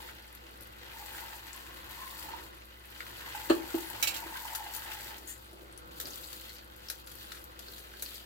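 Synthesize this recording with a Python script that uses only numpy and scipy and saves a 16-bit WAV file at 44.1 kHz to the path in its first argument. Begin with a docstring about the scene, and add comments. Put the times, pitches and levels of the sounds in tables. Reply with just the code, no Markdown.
"""A running tap strikes foam in a steel sink while cutlery is rinsed: droplet noise and tiny bubbles.
The jet's hollow gurgles as bubble swarms; hands across the jet turn it to drumming on rubber gloves.
Rinsed cutlery throws off splashes; single bubbles plop and drops snap.
Cutlery clicks and scrapes, and a knife is set down with two dull thumps and a clatter: decaying modes
and noise bursts. Sines make an appliance hum over filtered-noise room murmur."""
import sys
import numpy as np
from scipy import signal
from scipy.fft import rfft, irfft, next_fast_len
from scipy.io import wavfile
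from scipy.ndimage import map_coordinates

SR = 44100
rng = np.random.default_rng(int(sys.argv[2]) if len(sys.argv) > 2 else 0)


def inscribe(sig):
    """Save sig as 16-bit PCM at rate SR to the path in sys.argv[1].

    A 1-D sig is mono; a 2-D sig holds one channel per row.
    Samples are clipped to [-1, 1] before scaling.
    """
    pcm = np.round(np.clip(np.atleast_2d(sig).T, -1, 1) * 32767)
    wavfile.write(sys.argv[1], SR, pcm.astype(np.int16))


N = 363825

# single large bubbles: (time [s], level [dB], starting pitch [Hz])
BUBBLES = [(.088, -41, 1480), (1.148, -32, 1670), (1.328, -37, 1750), (2.286, -36, 885), (2.336, -33, 936),
           (3.005, -31.5, 2070), (3.219, -35, 1750), (3.277, -38, 1050), (3.348, -32, 850),
           (3.349, -36.5, 1520), (3.776, -36.5, 880), (4.357, -33, 1564), (4.451, -32.5, 950),
           (4.525, -35.5, 946), (4.664, -36, 860), (4.82, -37, 1630), (5.058, -36, 1820),
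           (7.683, -45, 1550), (7.938, -37.5, 1640)]
# largest drops snapping on gloves and foam: (time [s], level [dB], starting pitch [Hz])
DROPS = [(0.35, -36, 12800), (.467, -45, 3000), (0.6083, -35, 12300), (.624, -38, 12600),
         (1.206, -30, 15100), (1.531, -34, 7600), (1.563, -34, 12200), (3.9012, -27, 12100),
         (5.1821, -34, 14400), (5.425, -43, 14300), (5.7767, -34, 10150), (6.056, -31.5, 4750),
         (6.1072, -37, 6230), (6.1342, -37, 4630), (6.1576, -30.5, 13800), (6.2424, -36.5, 4370),
         (6.2734, -39.5, 7720), (6.33, -32, 14400), (6.494, -37, 4240), (6.5657, -43, 4510),
         (6.5845, -41, 4430), (6.7632, -40, 13400), (6.8862, -31.5, 5140), (7.1538, -35, 12200),
         (7.441, -32.5, 12700), (7.684, -37.5, 4400), (7.736, -40, 4000), (7.9974, -40, 4270),
         (8.054, -39, 4600), (8.0612, -33, 4408), (8.088, -39, 4000), (8.1438, -32, 12500),
         (8.157, -37, 4650)]
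# blows on the sink: (time [s], level [dB], rattle re blow [dB], loss per octave above main mode [dB])
THUMPS = [(3.498, -15, -14.5, -5), (3.74, -23.5, -21, 10), (3.934, -48, -18, 0), (4.256, -43, -20, 2)]
# knife bounces: (time [s], level [dB])
KNIFE_BOUNCES = [(4.0261, -17.5), (4.0308, -22.5), (4.072, -21.5), (4.077, -23.5), (4.108, -33),
                 (4.1426, -32), (4.1635, -30.5)]
# cutlery contacts: (time [s], level [dB], brightness [dB/octave], bundle jolt re level [dB])
CLICKS = [(3.004, -47, -9.5, -2), (4.549, -28.5, 1, -24), (4.555, -30, 4, -24), (4.748, -31.5, 3, -24),
          (4.763, -32.5, 7, -24), (5.9996, -29, 2.5, -10), (6.011, -33.5, 1, -12), (6.068, -38, -2, 2),
          (6.08, -42, -1, 3), (6.175, -42, 4, -8), (6.328, -38, -1, -9), (6.362, -45, 3, -20),
          (6.8992, -26.5, 0, -12), (7.0712, -40.5, -1, -20), (7.115, -41, -1, -18),
          (7.3182, -37, -3.5, -24), (7.347, -44, -2.5, -24), (7.591, -37.5, -1, -5), (7.718, -46, 6, -23),
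          (7.78, -41, -1, -8), (8.022, -27, 3.5, -6.5)]
# modes of the sink, knife and cutlery: (frequency [Hz], level [dB], t60 [s])
SINK_MODES = [(260, -11.5, 0.064), (333, 3, 0.055), (326, -25, 0.27), (335, -26.5, 0.34),
              (352.5, -27, 0.25), (384, -17.5, 0.071), (438, -17.5, 0.13), (570, -22, 0.12),
              (624, -11.5, 0.083), (745, -26, .09), (860, -32, 0.1), (1290, -24, 0.08)]
KNIFE_MODES = [(2265, -5.5, .2), (2420, -1.5, 0.16), (2675, 0, 0.15), (2870, -1, 0.11), (3110, -4, 0.15),
               (3840, -6, 0.14), (3950, 2.5, 0.099), (4330, -1.5, 0.1), (5480, -12, 0.089), (6160, -7, .12),
               (7100, -7, 0.1), (7500, -1, 0.14), (11900, -4, .11), (14600, -4, .13)]
CUTLERY_MODES = [(1480, 0, 0.056), (4400, 0, 0.07), (6020, 0, 0.12), (7550, 3, 0.14), (7940, 3, 0.1),
                 (8800, 0, 0.12), (9900, 2, 0.16), (11430, -2, 0.12), (12000, 1, .1), (13900, 8, .15),
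                 (14640, 1, 0.14), (15200, -1, .1)]
# noise spectra of water on foam and gloves: (frequency [Hz], relative density [dB])
SPRAY_SPECTRUM = [(2500, -27), (4500, 0.5), (6000, -7), (7400, -4.5), (8600, -9.5), (10300, -7),
                  (12200, -2.5), (14200, 2.5), (15400, -2.5), (16000, -4)]
PATTER_SPECTRUM = [(500, -12.5), (800, -3), (1100, -8), (1450, 2), (2000, 3.5), (2250, -2.5), (3000, 0.5),
                   (4300, -6.5), (5600, -14), (8000, -24)]
SPLASH_SPECTRUM = [(900, -29), (1500, -7.5), (2300, -1.5), (3300, 3.5), (4500, 2.5), (5400, -12.5),
                   (7300, -6), (8600, -15), (10800, -7), (13000, -0.5), (16000, -18)]
DRUM_SPECTRUM = [(150, -25), (300, 1), (400, 0.5), (560, -4), (700, -4.5), (1100, -23)]
# noise spectrum of the kitchen murmur: (frequency [Hz], relative density [dB])
KITCHEN_SPECTRUM = [(44, -34), (75, 4), (85, -22), (103, 0), (118, -3), (140, -10), (221, -11), (254, -17),
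                    (320, -2.5), (376, -7.5), (408, -23), (491, -5), (612, -18), (656, -19.5),
                    (1200, -16.5), (1560, -15.5), (2640, -120)]
# noise spectra of metal contacts: (frequency [Hz], relative density [dB])
RATTLE_SPECTRUM = [(120, -24), (220, 1), (620, 11.5), (950, -1), (1300, 2), (1800, -1), (2150, -10),
                   (2600, -2), (3050, 0), (3600, -9), (4350, 0), (5000, -22), (7700, -12.5), (9000, -20),
                   (16000, -21)]
CLANK_SPECTRUM = [(300, -15), (1000, -3.5), (2000, -10), (2600, 3), (4200, -0.5), (4900, 0.5), (5600, 0.5),
                  (7500, -0.5), (8800, -6), (12000, -2), (15800, 1.5)]
TICK_SPECTRUM = [(300, -34), (900, -25), (1400, 1.5), (2600, -8), (3800, 1), (5200, -3.5), (7300, -3.5),
                 (8500, -10.5), (10500, -1), (12500, -0.5), (15000, -2.5), (16000, -15)]
JOLT_SPECTRUM = [(200, -14), (450, 1), (800, -1), (1150, -4), (1700, -1), (2600, -6), (4000, -22)]
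GRIT_SPECTRUM = [(1000, -23), (1600, -1), (3200, -8), (4700, -2), (5200, -17), (6000, 1), (7800, 0),
                 (9500, -4), (13000, -10), (14200, 2), (15200, -3), (16000, -10)]
# tone of the water in the sink, slightly dull around 1-2 kHz: (frequency [Hz], gain [dB])
WATER_TONE = [(250, -0.5), (700, -1.5), (1100, -4.5), (2000, -3.5), (3000, -1.5), (4500, 0)]
# standing waves between the sink's walls: (frequency [Hz], level re direct sound [dB])
STANDING_WAVES = [(380, -2.5), (572, -3.5), (872, -5), (945, -15), (1088, 5.5), (1288, -3), (1445, -4),
                  (1610, -2), (1790, -2.5), (1995, 0.5), (2150, -11), (2470, -0.5), (2710, -9),
                  (2950, -6.5)]
# appliance hum: (frequency [Hz], rms level [dB])
HUM = [(59.4, -58), (108, -75), (217, -73)]
# stereo balance of spray and drops: (frequency [Hz], left minus right [dB])
SPRAY_SIDE = [(1000, 4), (2400, 1), (4400, -2.5), (8000, 16.5), (15000, 4.5)]
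DROP_SIDE = [(4400, 2), (8000, 10), (14000, 10)]
# room decay: (frequency [Hz], t60 [s])
ROOM_T60 = [(200, 0.5), (2000, 0.15), (14000, 0.098)]
# jet drumming on rubber: (start [s], end [s], level [dB])
DRUMMING = [(0.05, 0.16, -61), (0.38, 0.66, -66), (2.38, 2.49, -60.5), (5.05, 5.3, -60.5),
            (5.5, 5.68, -58.5), (5.98, 6.12, -57), (7.6, 8.22, -65)]
# knife or glove across the jet: (start [s], end [s], cover [dB])
COVERS = [(-0.3, 3.14, 1), (0.07, 0.85, 10.5), (1.42, 1.92, 5), (2.43, 3.16, 6), (2.5, 2.89, 7),
          (5.2, 8.6, 14)]
# cutlery turned in the jet: (start [s], end [s], splashing level [dB])
RINSES = [(0.02, 0.13, -57.5), (2.92, 3.08, -54.5), (5.2, 5.55, -63), (5.96, 6.56, -52), (6.83, 6.98, -54),
          (7.1, 7.38, -53.5), (7.6, 7.85, -54.5), (7.99, 8.22, -50.5)]
# pitch of the hollow, higher where a weakened jet bores a smaller one: (time [s], pitch [Hz])
HOLLOW = [(0.9, 905), (1.33, 877), (1.55, 970), (1.8, 1000), (2.2, 970), (2.3, 890), (2.451, 990),
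          (3.18, 966), (3.29, 1020), (3.35, 874), (3.46, 920), (3.65, 860), (4.45, 914), (4.9, 870),
          (5.2, 885)]

# water gain under the free jet [dB], and loss per dB of cover [dB/dB]
SPRAY_DB, SPRAY_LOSS = -49.5, 1.46
PATTER_DB, PATTER_LOSS = -48.5, 0.81
GURGLE_DB, GURGLE_LOSS = -54, 1.7
SPLASH_DB, SPLASH_LOSS = -56.5, 0.58
RINSE_SPRAY_DB, RINSE_PATTER_DB, RINSE_SPLASH_DB = -2, -8, -1  # re the RINSES level
RINSE_EDGE_S, DRUM_EDGE_S, HAND_EDGE_S = 0.19, 0.057, 0.25  # rise and fall of each kind of spell
DRIBBLE_DB = -69.5  # steady run-off on the gloves
RUN_OFF_DB = -69  # droplets falling from the gloves
HOLLOW_WANDER_HZ = 20
DIRECT_DB = -1.5  # direct path re scattered sound
LEFT_LEADS_S, DETOUR_S = 0.00014, 0.0014  # left-side lead; longest extra path by way of a wall
WAVE_WIDTH_HZ = 34.7
CLICK_ATTACK_S, JOLT_ATTACK_S = 0.00066, 0.005
SLIDE_S, SLIDE_DB = 5.268, -44  # a spoon sliding along a fork
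SLIDE_ATTACK_S, SLIDE_HOLD_S = 0.0093, 0.031
TOP_HZ = 15950


def amp(db):
    """Decibels to gain."""
    return np.exp(np.asarray(db) * (np.log(10) / 20))


def unit(x):
    """Scale to rms 1."""
    return x / np.sqrt(np.mean(x ** 2) + 1e-20)


def along(points, hz):
    """Interpolate (Hz, value) points on a log frequency axis."""
    f, v = np.transpose(points)
    return np.interp(np.log(hz + 1), np.log(f + 1), v)


def wobble(rate):
    """A smooth random curve with rate knots per second."""
    knots = rng.standard_normal(int(N * rate / SR) + 4)
    coarse = np.linspace(0, N, num=2000)
    curve = map_coordinates(knots, [coarse * rate / SR])
    return np.interp(np.arange(N), coarse, curve)


def filtered(x, response):
    """Apply a frequency response to x."""
    n = x.shape[-1]
    m = next_fast_len(n + 8192)
    spectrum = rfft(x, m) * response(np.fft.rfftfreq(m, 1 / SR))
    return irfft(spectrum, m)[..., :n]


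def coloured(x, spectrum):
    """Shape x by a spectrum and scale to rms 1."""
    return unit(filtered(x, lambda hz: amp(along(spectrum, hz))))


def pan(side_db):
    """Left and right gains for a left-minus-right level."""
    return amp(np.array([[.5], [-.5]]) * side_db)


def add(track, s, sound):
    """Mix a sound into the track at time s."""
    part = track[:, max(round(s * SR), 0):][:, :sound.shape[-1]]
    part += sound[..., :part.shape[1]]


def spell(start, end, edge_s):
    """Gate with smooth tanh edges centred on start and end."""
    t = np.arange(N) / SR
    return .5 + .5 * np.tanh(2 * np.minimum(t - start, end - t) / edge_s)


def swells(rows, edge_s):
    """Summed gain of (start s, end s, dB) spells."""
    return sum(amp(db) * spell(start, end, edge_s) for start, end, db in rows)


def cover():
    """Total dB of cover across the jet at each moment."""
    return sum(db * spell(start, end, HAND_EDGE_S) for start, end, db in COVERS)


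def flow(free_db, loss, rinse_db):
    """Water gain: power sum of the covered jet and what rinsed cutlery throws off."""
    jet = amp(free_db - loss * cover())
    thrown = amp(rinse_db) * swells(RINSES, RINSE_EDGE_S)
    return np.hypot(jet, thrown)


def spatter(rate, spread_db):
    """Random signed impulses as droplet impacts; spread_db sets how uneven their sizes are."""
    when, size, sign = rng.random((int(rate * N / SR), 3)).T
    size = amp(-spread_db * np.log(np.maximum(size, .004))) * np.sign(sign - .5)
    return unit(np.bincount((when * N).astype(int), size, N))


def crackle(rate, spread_db, t60):
    """Each droplet impact opens a decaying noise puff: scattered noise plus a left-leading direct part."""
    keep = amp(-120 / (t60 * SR))  # energy decay per sample
    energy = signal.lfilter([1], [1, -keep], spatter(rate, spread_db) ** 2)
    puff = rng.standard_normal(N)
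    direct = np.array([puff, np.roll(puff, round(LEFT_LEADS_S * SR))])
    scattered = rng.standard_normal((2, N))
    return unit(np.sqrt(np.abs(energy)) * (scattered + amp(DIRECT_DB) * direct))


def bubble(hz, cycles, rise, t):
    """A bubble loses 60 dB over the given cycles, its pitch climbing as it nears the surface."""
    age = hz * t / cycles
    tone = np.sin(2 * np.pi * hz * t * (1 + rise * np.minimum(age, 1) / 2))
    return tone * amp(-60 * age) * (1 - np.exp(-2 * hz * t))


def froth(pitch_hz, rate, scatter, cycles, spread_db, count=160):
    """A swarm of bubbles of count sizes around a moving pitch, at rms 1."""
    when, detune, size, path = rng.random((int(rate * N / SR), 4)).T
    bell = lambda u: np.log((u + .02) / (1.02 - u)) / 1.5  # uniform to bell-shaped
    start = (when * N).astype(int)
    hz = pitch_hz[start] * np.exp(scatter * bell(detune))
    sizes_hz = np.geomspace(hz.min(), hz.max(), count)
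    kinds = np.searchsorted(sizes_hz[:-1], hz)
    gains = amp(spread_db * bell(size))
    t = np.arange(SR // 25) / SR
    waves = bubble(sizes_hz[:, None], cycles, 0.049, t)
    detour_s = np.maximum(2 * path - 1, 0) * DETOUR_S  # half reach the right by way of a wall
    lags = ((LEFT_LEADS_S + detour_s) * SR).astype(int)
    out = np.zeros((2, N + SR))
    for at, lag, kind, gain in zip(start, lags, kinds, gains):
        wave = gain * waves[kind]
        out[0, at:at + len(t)] += wave
        out[1, at + lag:at + lag + len(t)] += wave
    return unit(out[:, :N])


def basin(x, t60, wall_db):
    """Steel walls scatter a sound, differently to left and right: decaying-noise convolution."""
    t = np.arange(SR // 16) / SR
    walls = rng.standard_normal((2, len(t))) * amp(-60 * t / t60)
    walls *= amp(wall_db) / np.linalg.norm(walls[0])
    return x + signal.oaconvolve(np.broadcast_to(x, (2, N)), walls, axes=1)[:, :N]


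def ring(modes, t, scatter_db):
    """Struck modes with random strength and phase per side; drifting phase makes them waver."""
    hz, db, t60 = np.transpose(modes)[:, :, None]
    gain = amp(db + scatter_db * rng.uniform(-1.2, 1.37, (2, len(modes), 1)))
    phase = 2 * np.pi * rng.random((2, len(modes), 1))
    steps = rng.standard_normal((len(modes), len(t)))
    waver = np.cumsum(steps, axis=1) * np.sqrt(2 * np.pi * 25 / SR)
    tones = gain * amp(-60 * t / t60) * np.sin(2 * np.pi * hz * t + phase + waver)
    return tones.sum(1) / np.linalg.norm(amp(db))


def burst(spectrum, t, t60):
    """Dense contact noise, uneven in frequency like a crowd of modes, decaying by t60."""
    knots_hz = np.linspace(0, SR / 2, num=150)
    strength_db = 3.5 * rng.standard_normal(len(knots_hz))
    noise = rng.standard_normal((2, len(t)))
    crowd = filtered(noise, lambda hz: amp(np.interp(hz, knots_hz, strength_db)))
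    return coloured(crowd, spectrum) * amp(-60 * t / t60) * (1 - np.exp(-t / 0.00028))


def tap():
    """Water strikes foam: droplet puffs and tiny bubbles on a bed of fine hiss."""
    mist = amp(-6) * rng.standard_normal((2, N)) + crackle(rate=810, spread_db=3, t60=0.023)
    fizz = froth(np.full(N, 12000), rate=120, scatter=0.133, cycles=190, spread_db=5.5)
    spray = coloured(mist, SPRAY_SPECTRUM) + amp(-11.0) * fizz
    spray *= flow(SPRAY_DB, SPRAY_LOSS, RINSE_SPRAY_DB) * amp(2.05 * wobble(25))
    impacts = coloured(crackle(rate=300, spread_db=2.5, t60=0.041), PATTER_SPECTRUM)
    beads = froth(np.full(N, 2500), rate=220, scatter=0.3, cycles=26, spread_db=4.5)
    patter = impacts + amp(-6.5) * beads
    patter *= flow(PATTER_DB, PATTER_LOSS, RINSE_PATTER_DB) * amp(1.03 * wobble(18))
    return filtered(spray + patter, lambda hz: pan(along(SPRAY_SIDE, hz)))


def gurgle():
    """The jet drags air into its hollow: large bubbles near its pitch, smaller ones about an octave up."""
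    pitch_hz = np.interp(np.arange(N) / SR, *np.transpose(HOLLOW))
    pitch_hz = pitch_hz + HOLLOW_WANDER_HZ * wobble(14)
    large = froth(pitch_hz, rate=260, scatter=.048, cycles=40, spread_db=3.6)
    stray = froth(1.04 * pitch_hz, rate=200, scatter=0.096, cycles=29, spread_db=-0.5)
    small = froth(1.88 * pitch_hz, rate=200, scatter=0.106, cycles=37, spread_db=5)
    bubbles = amp(3.0) * large + amp(-8) * stray + amp(-2.5) * small
    return amp(GURGLE_DB - GURGLE_LOSS * cover() + 2.0 * wobble(21.94)) * bubbles * pan(1.2)


def gloves():
    """The jet drums on rubber and breaks into splashes: noise puffs and small bubbles."""
    flecks = coloured(crackle(rate=210, spread_db=1.7, t60=0.035), SPLASH_SPECTRUM)
    beads = froth(np.full(N, 4100), rate=190, scatter=0.188, cycles=42, spread_db=1.5)
    splash = flecks + amp(-5.5) * beads
    splash *= flow(SPLASH_DB, SPLASH_LOSS, RINSE_SPLASH_DB) * amp(0.49 * wobble(30))
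    drum_gain = np.hypot(amp(DRIBBLE_DB), swells(DRUMMING, DRUM_EDGE_S))
    drum = drum_gain * coloured(crackle(rate=150, spread_db=0, t60=0.029), DRUM_SPECTRUM)
    return splash * pan(1.4) + drum


def run_off():
    """Sparse droplets fall from wet gloves and tick on the foam as short high bubbles."""
    ticks = froth(np.full(N, 12000), rate=38, scatter=0.14, cycles=14, spread_db=4)
    return amp(RUN_OFF_DB) * basin(ticks, t60=0.013, wall_db=-1.5) * pan(6)


def kitchen():
    """Slightly unsteady hum sines over the filtered-noise murmur of pipes and room."""
    t = np.arange(N) / SR
    hum = np.zeros(N)
    for hz, db in HUM:
        gain = amp(db + 0.35 * wobble(7)) * np.sqrt(2)  # rms to peak
        hum += gain * np.sin(2 * np.pi * hz * t + 0.21 * wobble(6.5))
    mid, side = coloured(rng.standard_normal((2, N)), KITCHEN_SPECTRUM)
    side = filtered(side, lambda hz: amp(along([(120, -10.0), (300, -2.5), (800, 8.5)], hz)))
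    murmur = np.array([mid + side, mid - side]) * pan(0.46)
    rumble = coloured(rng.standard_normal(N), [(15, -11), (35, 8), (60, -11), (110, -23), (200, -49)])
    return hum + amp(-78.0) * rumble + amp(-59.5 + 2.4 * wobble(3.903)) * murmur


def drips():
    """Single bubbles plop with a small noise slap; drops snap as short tones with a noise splat."""
    plops, snaps = np.zeros((2, N)), np.zeros((2, N))
    t = np.arange(SR // 20) / SR
    for s, db, hz in BUBBLES:
        slap = burst(PATTER_SPECTRUM, t, t60=0.027)
        plop = bubble(hz, cycles=23.0, rise=0.049, t=t) + amp(-17) * slap
        add(plops, s, amp(db + 1.0) * plop)
    for s, db, hz in DROPS:
        splat = rng.standard_normal((2, len(t))) * amp(-60 * t / 0.0088)
        snap = bubble(hz, cycles=25, rise=0.04, t=t) + amp(-13.0) * splat
        add(snaps, s, amp(db + 0.5) * snap)
    snaps = filtered(basin(snaps, t60=0.045, wall_db=3), lambda hz: pan(along(DROP_SIDE, hz)))
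    return basin(plops, t60=0.042, wall_db=-0.5) + snaps


def cutlery():
    """Spoons and forks knock: short modes and a tick of set brightness, plus a duller bundle jolt."""
    out, t = np.zeros((2, N)), np.arange(SR // 4) / SR
    for s, db, bright_db, jolt_db in CLICKS:
        tone = ring(CUTLERY_MODES, t, scatter_db=2)
        click = amp(-12.5) * tone + amp(-1.5) * burst(TICK_SPECTRUM, t, t60=0.048)
        click = filtered(click, lambda hz: amp(bright_db * np.log2(np.maximum(hz, 1500) / 8000)))
        add(out, s, amp(db) * click * (1 - np.exp(-t / CLICK_ATTACK_S)))
        jolt = burst(JOLT_SPECTRUM, t, t60=0.06) * (1 - np.exp(-t / JOLT_ATTACK_S))
        add(out, s, amp(db + jolt_db - 6) * jolt)
    return out * pan(4.3)


def thumps():
    """Blows swell the sink's low modes, each with a knife rattle pulsed at the main mode."""
    out, t = np.zeros((2, N)), np.arange(SR // 2) / SR
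    main_hz = SINK_MODES[1][0]
    for s, db, rattle_db, soft_db in THUMPS:
        boom = np.zeros((2, len(t)))
        for hz, level_db, t60 in SINK_MODES:
            dull_db = soft_db * max(np.log2(hz / main_hz), 0)
            # left-right phase difference grows with frequency
            apart = np.array([[.5], [-.5]]) * min((hz / 420) ** 2, 2)
            mode = np.sin(2 * np.pi * hz * (t - .009) + apart)
            boom += amp(level_db - dull_db - 60 * t / t60) * mode
        add(out, s, amp(db + 8.5) * boom * (1 - np.exp(-(t / 0.0084) ** 2)))
        chatter = 1 + 0.45 * np.cos(2 * np.pi * main_hz * t)  # the blade taps once per swing of the steel
        rattle = burst(RATTLE_SPECTRUM, t, t60=0.16) * chatter * (1 - np.exp(-t / 0.0038))
        add(out, s - .002, amp(db + rattle_db + 6.5) * rattle)
    return out


def knife():
    """The knife falls over and bounces to rest, off to the right: blade modes and noise clanks."""
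    out, t = np.zeros((2, N)), np.arange(SR // 3) / SR
    for s, db in KNIFE_BOUNCES:
        tone = ring(KNIFE_MODES, t, scatter_db=3)
        clank = burst(CLANK_SPECTRUM, t, t60=0.078)
        add(out, s, amp(db) * (amp(-7.5) * tone + amp(-3.5) * clank))
    return out * pan(-6.0)


def stroke(t60):
    """Slide envelope: quick bite, hold, exponential decay."""
    t = np.arange(N) / SR - SLIDE_S
    decay_s = np.maximum(t - SLIDE_ATTACK_S - SLIDE_HOLD_S, 0)
    return np.clip(t / SLIDE_ATTACK_S, 0, 1) * amp(-60 * decay_s / t60)


def scrape():
    """Steel slips on steel in tiny jerks that excite cutlery modes and grit noise."""
    slips = spatter(rate=1300, spread_db=-1.0)[None]
    t = np.arange(SR // 4) / SR
    ringing = ring(CUTLERY_MODES[2:], t, scatter_db=6)
    tone = unit(signal.fftconvolve(slips, ringing, axes=1)[:, :N])
    rasp = burst(GRIT_SPECTRUM, t, t60=0.019)
    grit = unit(signal.fftconvolve(slips, rasp, axes=1)[:, :N])
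    slide = amp(-2.5) * tone * stroke(t60=0.23) + amp(0.5) * grit * stroke(t60=0.18)
    return amp(SLIDE_DB) * slide * pan(5.1)


def standing_waves(x):
    """Air resonances between the sink's walls add fixed peaks to the water sound."""
    def response(f):
        peaks = 0
        for hz, db in STANDING_WAVES:
            damping = 1j * f * WAVE_WIDTH_HZ
            peaks = peaks + amp(db) * damping / (hz * hz - f * f + damping)
        return (1 + peaks) * amp(along(WATER_TONE, f))
    return filtered(x, response)


def room(x):
    """The kitchen's short echo: convolution with noise that dies faster in the treble."""
    hz, t, z = signal.stft(rng.standard_normal((2, SR // 2)), SR, nperseg=256)
    decay = amp(-60 * t / along(ROOM_T60, hz)[:, None])
    tail = signal.istft(z * decay, SR, nperseg=256)[1]
    tail = np.pad(tail, ((0, 0), (SR // 200, 0)))  # 5 ms pre-delay
    return signal.oaconvolve(x, tail / np.linalg.norm(tail[0]), axes=1)[:, :N]


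def scene():
    """Water and metal close by, in a small kitchen."""
    water = standing_waves(tap() + gurgle() + gloves()) + run_off() + drips()
    metal = cutlery() + knife() + scrape()
    knocks = thumps()
    echo = room(amp(-6) * water + amp(-7.5) * metal + amp(-15) * knocks)
    return water + metal + knocks + echo + kitchen()


def record(dry):
    """Steep low-pass at TOP_HZ."""
    return filtered(dry, lambda hz: 1 / (1 + (hz / TOP_HZ) ** 200))


dry = scene()
out = record(dry)
inscribe(out)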